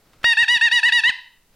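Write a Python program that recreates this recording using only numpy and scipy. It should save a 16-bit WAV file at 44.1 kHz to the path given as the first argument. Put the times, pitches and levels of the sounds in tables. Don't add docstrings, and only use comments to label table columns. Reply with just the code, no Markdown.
import sys
import numpy as np
from scipy import signal
from scipy.fft import rfft, irfft
from scipy.io import wavfile
from scipy.ndimage import uniform_filter1d

SR = 44100
rng = np.random.default_rng(int(sys.argv[2]) if len(sys.argv) > 2 else 0)


def store_wav(level_fs):
    pcm = np.round(np.clip(np.atleast_2d(level_fs), -1, 1) * 32767)
    wavfile.write(sys.argv[1], SR, pcm.T.astype(np.int16))


N = 68355
TIME = np.arange(N) / SR
FREQS = np.fft.rfftfreq(N, 1 / SR)


def horn():
    # t/s, f/Hz
    squeeze_pitch = [
        [(0.2415, 869), (0.2494, 928), (0.2573, 941.6), (0.2691, 951.3), (0.3085, 921.8), (0.3242, 929),
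         (0.3321, 886), (0.3361, 880), (0.34, 847)],
        [(0.4805, 873), (0.4885, 930.5), (0.5044, 961), (0.5123, 975.5), (0.5243, 973.3), (0.5362, 977),
         (0.5521, 944), (0.572, 892.7), (0.58, 843)],
        [(0.7135, 882), (0.731, 967), (0.745, 976), (0.7555, 969), (0.7695, 951), (0.78, 943), (0.794, 873),
         (0.801, 840)],
        [(0.9215, 909), (0.9384, 969.2), (0.9553, 963.5), (0.9654, 962.7), (0.979, 937), (0.9959, 883),
         (0.9992, 892), (1.006, 841)],
    ]
    refill_pitch = [
        [(0.3705, 868), (0.3765, 883), (0.3886, 915), (0.3977, 934), (0.4249, 954.8), (0.4339, 878),
         (0.44, 895), (0.446, 802)],
        [(0.6115, 875), (0.6296, 934), (0.6508, 940), (0.6568, 953.4), (0.6689, 917), (0.6749, 890),
         (0.6779, 905), (0.687, 823)],
        [(0.831, 880.5), (0.8476, 917.4), (0.8558, 947), (0.8614, 967), (0.8724, 984), (0.8807, 971),
         (0.889, 910), (0.9, 841)],
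        [(1.036, 889.5), (1.0475, 895), (1.0504, 921), (1.085, 1000), (1.0878, 1062), (1.0936, 989),
         (1.0965, 930), (1.1022, 897), (1.108, 805)],
    ]
    # level/dB, brightness/(dB per octave)
    squeeze_force = [(1.4, -0.9), (0.4, -0.63), (0, -0.35), (2.2, -.3)]
    refill_force = [(0.301, 0.22), (0.601, -.2), (.7, -0.3), (.8, -0.61)]
    # f/Hz, squeeze level/dB, refill level/dB
    horn_colour = [(826, -38, -36.5), (928, -34, -35), (1620, -20, -15), (1906, -11.5, -10.5),
                   (1966, -15.5, -12.5), (2210, -22, -26), (2694, -16.5, -14.5), (2740, -22.5, -23),
                   (3038, -12.5, -16), (3660, -31, -33.5), (3647, -19.5, -19.5), (3846, -17.5, -25),
                   (3917, -38, -23.5), (4504, -25.5, -31.5), (5270, -38.5, -43.5), (5600, -33.5, -40.5),
                   (6540, -44, -49), (6390, -39, -35), (7400, -43.5, -51.5), (8240, -47, -40.5),
                   (8660, -43, -52.5), (10400, -48, -50.5), (12800, -67, -70), (14370, -65, -78.5),
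                   (16000, -79.5, -96.5)]
    blown = [(hz, db) for hz, db, _ in horn_colour]
    sucked = [(hz, db) for hz, _, db in horn_colour]
    squeezes = sum(honk(stroke, blown, *force) for stroke, force in zip(squeeze_pitch, squeeze_force))
    refills = sum(honk(stroke, sucked, *force) for stroke, force in zip(refill_pitch, refill_force))
    return squeezes + refills


def honk(stroke, colour, level_db, bright_db):
    # f/Hz, relative level/dB
    air_colour = [(30, 1), (90, 0.5), (200, -7.5), (380, -19.5), (700, -6.5), (1200, -6.5), (1800, -18.5),
                  (3500, -35), (5500, -27), (10000, -25), (15000, -49)]
    attack_s, stall_s, release_s, ring_on_s = 0.0035, 0.014, 0.025, 0.011
    sag_hz_per_s, wander_db_per_octave = 8000, 1.46
    times, hz = np.transpose(stroke)
    on = (TIME > times[0] - attack_s / 2) & (TIME < times[-1] + ring_on_s)
    age = TIME[on] - times[0] + attack_s / 2
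    remaining = times[-1] - TIME[on]
    hoarse = ramp(2 - remaining / stall_s) ** 2
    fade = ramp((remaining + ring_on_s) / release_s)
    scoop = 1 - 0.21 * np.exp(-age / 0.0018)
    pitch = np.interp(TIME[on], times, hz) * scoop + sag_hz_per_s * np.minimum(remaining, 0)
    jitter = 1 + (0.0009 + 0.005 * hoarse) * waver(hz=350)[on]
    phase = 2 * np.pi * np.cumsum(pitch * jitter) / SR
    tone = 0
    for k in range(1, 18):
        octaves = np.log2(max(k / 2, 1))
        flutter = 1 + (0.01 + 0.13 * hoarse) * waver(hz=140)[on]
        build = ramp(age / (attack_s + 0.0006 * max(k - 2, 0)))
        dulling = fade ** (0.13 * octaves)
        tilt_db = octaves * (bright_db + wander_db_per_octave * waver(hz=32.4)[on])
        strength = from_db(settle(at_hz(colour, k * pitch)) + level_db + tilt_db)
        dispersion = 0.4695 * k * k
        tone += strength * build * dulling * flutter * np.cos(k * phase - dispersion)
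    air = from_db(-50.5 + hoarse) * ramp(age / attack_s) * noise(air_colour)[on]
    out = np.zeros(N)
    out[on] = fade * (tone + air)
    return out


def settle(db, smooth_s=0.003):
    size = int(smooth_s * SR)
    return uniform_filter1d(uniform_filter1d(db, size), size)


def pop(start_s=0.2419, rise_s=0.00077, thump_hz=185):
    # f/Hz, level/dB, T60/s
    modes = [(661, -15.5, 0.015), (1405, -7, .012), (2500, -4, .006)]
    age = np.maximum(TIME - start_s, 0)
    ring = sum(from_db(db - 60 * age / t60) * np.sin(2 * np.pi * hz * age) for hz, db, t60 in modes)
    turn = 2 * np.pi * thump_hz * age
    thump = from_db(-28.5) * turn * np.exp(1 - turn)
    return ring * ramp(age / rise_s) - thump


def puffs(half_length_s=0.0057):
    # t/s, level/dB
    bursts = [(0.32, -52), (0.432, -36), (0.564, -40), (0.67, -44), (0.783, -42.5), (0.888, -37),
              (0.985, -37.5), (1.096, -34)]
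    # f/Hz, relative level/dB
    colour = [(30, -5), (110, -5), (320, -8), (480, -24), (750, -4), (1200, -16), (3000, -13), (8000, -29),
              (15000, -37.5)]
    level = sum(from_db(db) * np.exp(-((TIME - s) / half_length_s) ** 2) for s, db in bursts)
    return level * noise(colour)


def fingers(rise_s=0.0027, decay_s=0.012):
    ticks = [(0.131, -51), (0.213, -52), (0.23, -36)]   # t/s, level/dB
    # f/Hz, relative level/dB
    colour = [(100, -14.5), (500, -13.5), (1400, -3), (4000, -13), (7000, -22), (15000, -31)]
    level = sum(from_db(db) * ramp((TIME - s) / rise_s) * np.exp(-np.abs(TIME - s) / decay_s)
                for s, db in ticks)
    return level * noise(colour)


def room(direct, delay_s=0.0029, build_s=0.024):
    # f/Hz, level/dB
    colour = [(150, -49.5), (450, -26), (950, -7), (1250, -20.5), (1600, -15.5), (1900, -17.5), (2100, -11),
              (2900, -14), (4800, -9), (5900, -11.5), (6900, -19.5), (8500, -13.5), (14000, -18.5)]
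    # f/Hz, T60/s
    t60 = [(700, 0.51), (1850, 0.46), (4900, 0.45), (12000, .28)]
    spectrum = rfft(rng.standard_normal(N)) * from_db(at_hz(colour, FREQS))
    build = ramp((TIME - delay_s) / build_s)
    edges_hz = np.geomspace(100, 18000, 14)
    tail = 0
    for low, high in zip(edges_hz, edges_hz[1:]):
        decay = build * from_db(-60 * TIME / at_hz(t60, np.sqrt(low * high)))
        band = irfft(spectrum * ((FREQS >= low) & (FREQS < high)), N)
        tail += band * decay / np.sqrt(np.sum(decay ** 2))
    return signal.fftconvolve(direct, tail)[:N]


def rustle():
    # t/s, level/dB
    levels = [(0, -57.5), (.1, -55), (.22, -54.5), (.3, -62), (1.27, -65), (1.42, -63.5), (1.5, -62.5),
              (1.55, -56)]
    # f/Hz, relative level/dB
    colour = [(20, 10), (60, -0.5), (250, -6), (700, -11.5), (1500, -15), (3000, -20.5), (5000, -21.5),
              (15000, -46.5)]
    return from_db(np.interp(TIME, *np.transpose(levels))) * noise(colour)


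def microphone_hiss():
    # f/Hz, relative level/dB
    colour = [(30, -15), (300, -13.5), (2000, -1.5), (15000, -1.5)]
    return from_db(-64.5) * np.array([noise(colour), noise(colour)])


def from_db(db):
    return 10 ** (np.asarray(db) / 20)


def rms_one(x):
    return x / np.sqrt(np.mean(x ** 2) + 1e-20)


def at_hz(points, hz):
    freqs, values = np.transpose(points)
    return np.interp(np.log(np.maximum(hz, 1)), np.log(freqs), values)


def noise(colour):
    return rms_one(irfft(rfft(rng.standard_normal(N)) * from_db(at_hz(colour, FREQS)), N))


def waver(hz):
    return rms_one(signal.sosfilt(signal.butter(2, hz, fs=SR, output="sos"), rng.standard_normal(N)))


def ramp(x):
    return np.sin(np.pi / 2 * np.clip(x, 0, 1)) ** 2


def scene():
    # f/Hz, level/dB
    width = [(100, -44.5), (1000, -51), (2000, -29), (4000, -23.5), (8000, -17.5), (15000, -11.5)]
    close = horn() + pop() + puffs() + fingers()
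    mid = close + rustle() + room(close)
    side = irfft(1j * rfft(mid) * from_db(at_hz(width, FREQS)), N)
    side += from_db(-38) * room(close)
    return np.array([mid + side, mid - side]) + microphone_hiss()


def record(dry):
    limit_db, attack_s, recover_db_per_s, cutoff_hz = -6.5, 0.00062, 28.5, 15900
    peak_db = 20 * np.log10(np.abs(dry).max(axis=0) + 1e-9)
    over_db = np.maximum(peak_db - limit_db, 0)
    recovery_db = recover_db_per_s * TIME
    held_db = np.maximum.accumulate(over_db + recovery_db) - recovery_db
    pole = np.exp(-1 / (attack_s * SR))
    limited = dry * from_db(-signal.lfilter([1 - pole], [1, -pole], held_db))
    return signal.sosfilt(signal.ellip(10, 0.1, 80, cutoff_hz, fs=SR, output="sos"), limited)


dry = scene()
out = record(dry)
store_wav(out)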